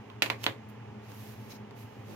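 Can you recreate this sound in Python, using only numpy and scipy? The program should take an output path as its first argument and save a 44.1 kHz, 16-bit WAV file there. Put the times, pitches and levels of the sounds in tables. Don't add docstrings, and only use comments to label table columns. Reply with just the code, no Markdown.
import sys
import numpy as np
from scipy import signal
from scipy.fft import rfft, irfft
from scipy.io import wavfile
from scipy.ndimage import uniform_filter1d

SR = 44100
rng = np.random.default_rng(int(sys.argv[2]) if len(sys.argv) > 2 else 0)


def output_pcm(signal):
    pcm = np.clip(np.atleast_2d(signal).T, -1, 1) * 32767
    wavfile.write(sys.argv[1], SR, np.round(pcm).astype(np.int16))


N = 94815


def amp(db):
    return 10 ** (np.asarray(db) / 20)


def unit(x):
    return x / np.sqrt(np.mean(x ** 2) + 1e-20)


def read(points, hz):
    pitch_hz, value = np.transpose(points)
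    return np.interp(np.log(hz + 1), np.log(pitch_hz + 1), value)


def bins(size):
    return np.fft.rfftfreq(size, 1 / SR)


def sides(db):
    return amp(np.array([[.5], [-.5]]) * db)


def coloured(x, gain):
    return unit(irfft(rfft(x) * gain, N))


def shortest_ring(db, size=4096):
    log_gain = np.log(amp(np.r_[db, db[-2:0:-1]]))
    spectrum = np.exp(np.conj(signal.hilbert(log_gain)))
    return np.fft.ifft(spectrum).real[:size // 2]


def level(points):
    return amp(np.interp(np.arange(N) / SR, *np.transpose(points)))


def drift(speed_hz=8.94):
    return coloured(rng.standard_normal(N), np.exp(-(bins(N) / speed_hz) ** 2))


def wavering_tones(table, waver_db):
    out = 0
    for pitch_hz, db, waver_hz in table:
        turns = np.cumsum(pitch_hz + waver_hz * drift()) / SR
        tone = np.sin(2 * np.pi * turns) * amp(waver_db * drift())
        out = out + amp(db) * unit(tone)
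    return out


def stroke(start_s, rise_s, hold_s, release_s, db):
    t = np.arange(N) / SR - start_s
    ramp = np.minimum(t / rise_s, (rise_s + hold_s + release_s - t) / release_s)
    return amp(db) * np.sin(np.pi / 2 * np.clip(ramp, 0, 1)) ** 2


# pitch_hz, gain_db
AIR_COLOUR = [(20, -56), (45, -39), (85, 2), (160, 0), (190, -4), (240, 6.5), (330, -3), (420, 0.5),
              (620, -6), (900, -4), (1500, -13), (2000, -13), (2800, -14.5), (4000, -25.5), (6600, -29),
              (8000, -38.5), (12500, -41), (16000, -45)]
# pitch_hz, likeness
AIR_LIKENESS = [(60, 0.71), (130, 1), (290, 1), (640, 0.93), (1400, -1.81), (3100, 0.31), (15000, -0.58)]
# pitch_hz, left_over_right_db
AIR_BALANCE = [(100, -7.5), (700, 2.5), (1300, -1), (2400, -7), (4400, -3), (8000, 1.5), (15000, -8)]
def air_rush(level_db=-51):
    hz = bins(N)
    left, other = rfft(rng.standard_normal((2, N)))
    likeness = np.clip(read(AIR_LIKENESS, hz), -1, 1)
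    right = likeness * left + np.sqrt(1 - likeness ** 2) * other
    spectrum = np.array([left, right]) * amp(read(AIR_COLOUR, hz)) * sides(read(AIR_BALANCE, hz))
    return amp(level_db) * unit(irfft(spectrum, N))


# pitch_hz, gain_db, waver_size_hz
LOW_DRONE = [(110.4, 0, 2.96), (122.2, -7.5, 1.74)]
UPPER_DRONE = [(210.6, 0, 2.89)]
# time_s, level_db
LOW_SWELLS = [(0.0, -48.5), (0.03, -62), (0.19, -48), (0.21, -54), (0.26, -48.5), (0.51, -45.5),
              (0.54, -61), (0.57, -49), (0.63, -56), (0.65, -49.5), (0.93, -46.5), (0.95, -64),
              (0.98, -46.5), (1.06, -55.5), (1.1, -45), (1.14, -57), (1.18, -44), (1.22, -46.5),
              (1.25, -65), (1.29, -47), (1.36, -56), (1.39, -43), (1.54, -61), (1.57, -47), (1.61, -44.5),
              (1.65, -61), (1.7, -52), (1.74, -58), (1.81, -42.5), (1.96, -65), (1.99, -45), (2.15, -52.5)]
UPPER_OPENING = [(0, -55), (.4, -60)]
UPPER_SWELLS = [(0.55, -69), (0.598, -51), (0.906, -57), (0.982, -45.5), (1.03, -58), (1.334, -52.5),
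                (1.36, -61), (1.422, -48.5), (1.508, -59), (1.624, -47.5), (1.77, -64), (1.792, -54),
                (1.894, -62), (2.15, -51.5)]
def drone(low_gain_db=-0.5, waver_db=0.76):
    low = amp(low_gain_db) * wavering_tones(LOW_DRONE, waver_db) * level(LOW_SWELLS)
    upper = wavering_tones(UPPER_DRONE, waver_db) * level(UPPER_OPENING + UPPER_SWELLS)
    return low + upper


# pitch_hz, level_db, waver_size_hz
HUM_TONES = [(60.2, -77, 0.41), (416, -61.5, 7.67), (796, -66, 1.97), (870, -75.5, 2.58),
             (866, -63.5, 5.05)]
def ventilation(right_late_s=0.00034):
    sound = air_rush() + drone() + wavering_tones(HUM_TONES, waver_db=3.5)
    delay = np.exp(-2j * np.pi * bins(N) * np.array([[0], [right_late_s]]))
    return irfft(rfft(sound) * delay, N)


# pitch_hz, fade_s
ROOM_FADE = [(150, 0.67), (500, 0.15), (1500, 0.17), (3500, 0.16), (8000, .23), (15000, 0.18)]
# pitch_hz, gain_db
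ROOM_COLOUR = [(150, 1.5), (500, 6.5), (1500, 3), (3500, -6), (8000, -3), (15000, 0.5)]
def room_echo(sound, onset_s=0.0013, mono_below_hz=540):
    reflections = rng.standard_normal((2, SR // 2)) * (rng.random((2, SR // 2)) < .15)
    hz, t, (left, other) = signal.stft(reflections, SR, nperseg=256)
    likeness = 1 / (1 + (hz[:, None] / mono_below_hz) ** 4)
    right = likeness * left + np.sqrt(1 - likeness ** 2) * other
    fade = amp(-60 * t / read(ROOM_FADE, hz)[:, None])
    tail = signal.istft(np.array([left, right]) * fade, SR, nperseg=256)[1]
    onset = np.minimum(np.arange(tail.shape[1]) / SR / onset_s, 1) ** 2
    spectrum = rfft(tail * onset, SR)
    flat = spectrum / np.sqrt(uniform_filter1d(abs(spectrum) ** 2, size=400, axis=1))
    echo = irfft(flat * amp(read(ROOM_COLOUR, bins(SR))), SR)[:, :SR // 2]
    return signal.fftconvolve(sound, echo, axes=1)[:, :N]


# start_s, rise_s, hold_s, release_s, level_db
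SLEEVE_STROKES = [(1.446, 0.028, .02, 0.056, -56), (2.064, 0.032, 0.041, .04, -47)]
# pitch_hz, gain_db
SLEEVE_COLOUR = [(60, -16.5), (150, 6.5), (300, -1), (500, 0), (1200, -33), (4000, -34)]
def sleeve():
    noise = rng.standard_normal((2, N)) + rng.standard_normal(N)
    cloth = coloured(noise, amp(read(SLEEVE_COLOUR, bins(N))))
    return cloth * sum(stroke(*row) for row in SLEEVE_STROKES)


def friction(slips_per_s=3500, slip_share=0.38, spread_db=3):
    slips = rng.random(N) < slips_per_s / SR
    sizes = amp(spread_db * np.minimum(rng.exponential(1, N), 4))
    crackle = unit(slips * sizes * rng.standard_normal((2, N)))
    hiss = rng.standard_normal((2, N))
    return np.sqrt(slip_share) * crackle + np.sqrt(1 - slip_share) * hiss


# start_s, rise_s, hold_s, release_s, level_db, rasp_boost_db
RUB_STROKES = [(-0.03, .02, .02, 0.28, -82, -2), (0.366, 0.068, 0.0046, 0.0092, -58.5, 8),
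               (0.43, 0.0085, 0.0023, 0.01, -44, 4), (0.685, .005, 0.0026, 0.022, -57.5, -10),
               (0.994, 0.062, 0.035, 0.043, -68.5, 6.5), (1.069, .04, 0.024, .05, -62, 1.5),
               (1.112, 0.096, 0.091, 0.073, -55.5, -1), (1.306, 0.069, 0.11, 0.071, -64, 3),
               (1.474, 0.039, .005, 0.077, -57, -0.5), (1.735, 0.062, 0.022, 0.044, -58, 0),
               (1.834, 0.032, 0.18, 0.056, -72.5, 6), (2.031, .085, .04, .05, -62, 6)]
# pitch_hz, gain_db
RUB_COLOUR = [(300, -1), (1200, -2.5), (2500, 0.5), (4000, 1.5), (6600, -0.5), (8000, -6.5), (10000, -4),
              (13000, 2), (15500, -8.5)]
# pitch_hz, left_over_right_db
RUB_BALANCE = [(500, 14), (2400, -15.5), (4400, -0.5), (8000, 4), (15000, -11)]
def card_rubs(rasp_below_hz=7400):
    hz = bins(N)
    hiss = coloured(friction(), amp(read(RUB_COLOUR, hz)) * sides(read(RUB_BALANCE, hz)))
    rasp = irfft(rfft(hiss) / (1 + (hz / rasp_below_hz) ** 8), N)
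    return sum(stroke(*row) * (hiss + (amp(rasp_db) - 1) * rasp) for *row, rasp_db in RUB_STROKES)


# start_s, rise_s, hold_s, release_s, level_db
DRAG_STROKES = [(1.492, 0.023, 0.0062, 0.016, -52), (1.534, 0.018, .005, .025, -58.5)]
# pitch_hz, width_hz, gain_db
DRAG_RINGS = [(2470, 440, 1), (4050, 500, 0), (5300, 920, 1), (6450, 400, 0.5)]
def edge_drag():
    hz = bins(N)
    power = sum(amp(db) ** 2 / (1 + (2 * (hz - pitch_hz) / width_hz) ** 2) ** 2
                for pitch_hz, width_hz, db in DRAG_RINGS)
    return sum(stroke(*row) for row in DRAG_STROKES) * coloured(friction(), np.sqrt(power))


# pitch_hz, relative_db, fade_s (time to fall 60 dB)
TABLE_NOTES = [(250, -1, 0.19), (338, 6.5, 0.14), (454, -9, 0.15), (544.4, -2, 0.27), (721, -2.5, 0.24),
               (831, 0, 0.2), (1100, -35, .11), (1570, -13, .09)]
def table_ring(hits, gain_db=-57.5):
    t = np.arange(SR // 2) / SR
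    ring = sum(amp(db - 60 * t / fade_s) * np.sin(2 * np.pi * (hz * t + rng.random((2, 1))))
               for hz, db, fade_s in TABLE_NOTES)
    return amp(gain_db) * signal.fftconvolve(hits, ring, axes=1)[:, :N]


# pitch_hz, gain_db
SNAP_COLOUR = [(60, -29), (150, -7), (350, -3), (700, -5), (1050, -3), (1450, -4.5), (2000, -2), (3000, -5),
               (4200, -4.5), (5500, -14.5), (7300, -18), (9000, -27.5), (12500, -21.5), (16000, -32)]
def snap_tone(hz, thud_db, knock_db, edge_db, ring_hz, ring_db):
    thud_below_hz, knock_hz, edge_above_hz = 715, 1036, 4500
    knock_octaves, ring_octaves = .24, .28
    thud = thud_db / (1 + (hz / thud_below_hz) ** 2)
    knock = knock_db * np.exp(-(np.log2(hz / knock_hz) / knock_octaves) ** 2)
    edge = edge_db / (1 + (edge_above_hz / hz) ** 6)
    ring = ring_db * np.exp(-(np.log2(hz / ring_hz) / ring_octaves) ** 2)
    return read(SNAP_COLOUR, hz) + thud + knock + edge + ring


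# pitch_hz, left_over_right_db
SNAP_BALANCE = [(200, 4.5), (500, 3), (1100, 2.5), (2600, -4.5), (5500, 5.5), (9000, 3), (14000, -1)]
def snap(tone, clatter_s, pan_db, size=4096):
    contact_below_hz, clatter_above_hz, clatter_db = 5400, 2750, 2.5
    travel_at_1khz_s, left_late_s = 0.001168, .0001
    hz, t = bins(size) + 1, np.arange(size) / SR
    contact = 1 / (1 + 1j * hz / contact_below_hz) ** 2
    clatter = rng.standard_normal((2, size)) * np.exp(-t / clatter_s) * (1 - np.exp(-2 * t / clatter_s))
    clatter /= np.linalg.norm(clatter, axis=1, keepdims=True)
    treble = amp(clatter_db) / (1 + clatter_above_hz / (1j * hz))
    force = contact + treble * rfft(clatter)
    power = uniform_filter1d(abs(force) ** 2, size=15, axis=1)
    ripple_db = 10 * np.log10(power / (1 + abs(treble) ** 2))
    body = rfft(np.array([shortest_ring(snap_tone(hz, *tone) - side) for side in ripple_db]), size)
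    travel_turns = 2 * travel_at_1khz_s * np.sqrt(1000 * hz)
    delay = np.exp(-2j * np.pi * (travel_turns + np.array([[left_late_s], [0]]) * hz))
    balance = sides(pan_db + read(SNAP_BALANCE, hz))
    return irfft(force * body * delay * balance)[:, :size // 2]


# start_s, relative_db, thud_db, knock_db, edge_db, ring_hz, ring_db,
# clatter_s, left_over_right_db
CARD_HITS = [(0.1002, -33.5, -1, 18.5, -4.5, 3060, 7.5, 0.0011, -5),
             (0.2210, -1, -1.5, -6, 2.5, 2680, 7, 0.0033, -4.5),
             (0.2598, -18, 6.5, 7.5, 2, 2680, 5.5, 0.0036, -7.5),
             (0.3002, -5.5, -0.5, 6.5, -4.5, 2300, 5.5, 0.0022, -4.5),
             (0.4405, -19, 5.5, 3, 13, 3020, 10, 0.0011, -5),
             (0.4642, -2.5, 2, 2, -6.5, 3340, 6, 0.0016, -5.5),
             (1.1186, -36.5, 16, 9, 8, 4200, -3.5, 0.0015, 0), (1.519, -34, -6, 2, 5, 4200, 6.5, 0.0026, 0),
             (1.7088, -39, 14.5, 4, 2, 2000, 2, 0.0018, 2.5)]
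def card_snaps(gain_db=12.5):
    hits = np.zeros((2, N))
    for start_s, db, *tone, clatter_s, pan_db in CARD_HITS:
        sound = amp(gain_db + db) * snap(tone, clatter_s, pan_db)
        start = round(start_s * SR)
        hits[:, start:start + sound.shape[1]] += sound[:, :N - start]
    return hits + table_ring(hits)


def scene(echo_db=-5.5, crossover_db=-3):
    cards = card_snaps() + card_rubs() + edge_drag()
    same_side = room_echo(cards)
    opposite_side = amp(crossover_db) * room_echo(cards[::-1])
    return cards + amp(echo_db) * (same_side + opposite_side) + sleeve() + ventilation()


def record(dry, cutoff_hz=15900):
    lowpass = signal.firwin(401, cutoff_hz, window=("kaiser", 8), fs=SR)
    return signal.oaconvolve(dry, lowpass[None], "same")


dry = scene()
out = record(dry)
output_pcm(out)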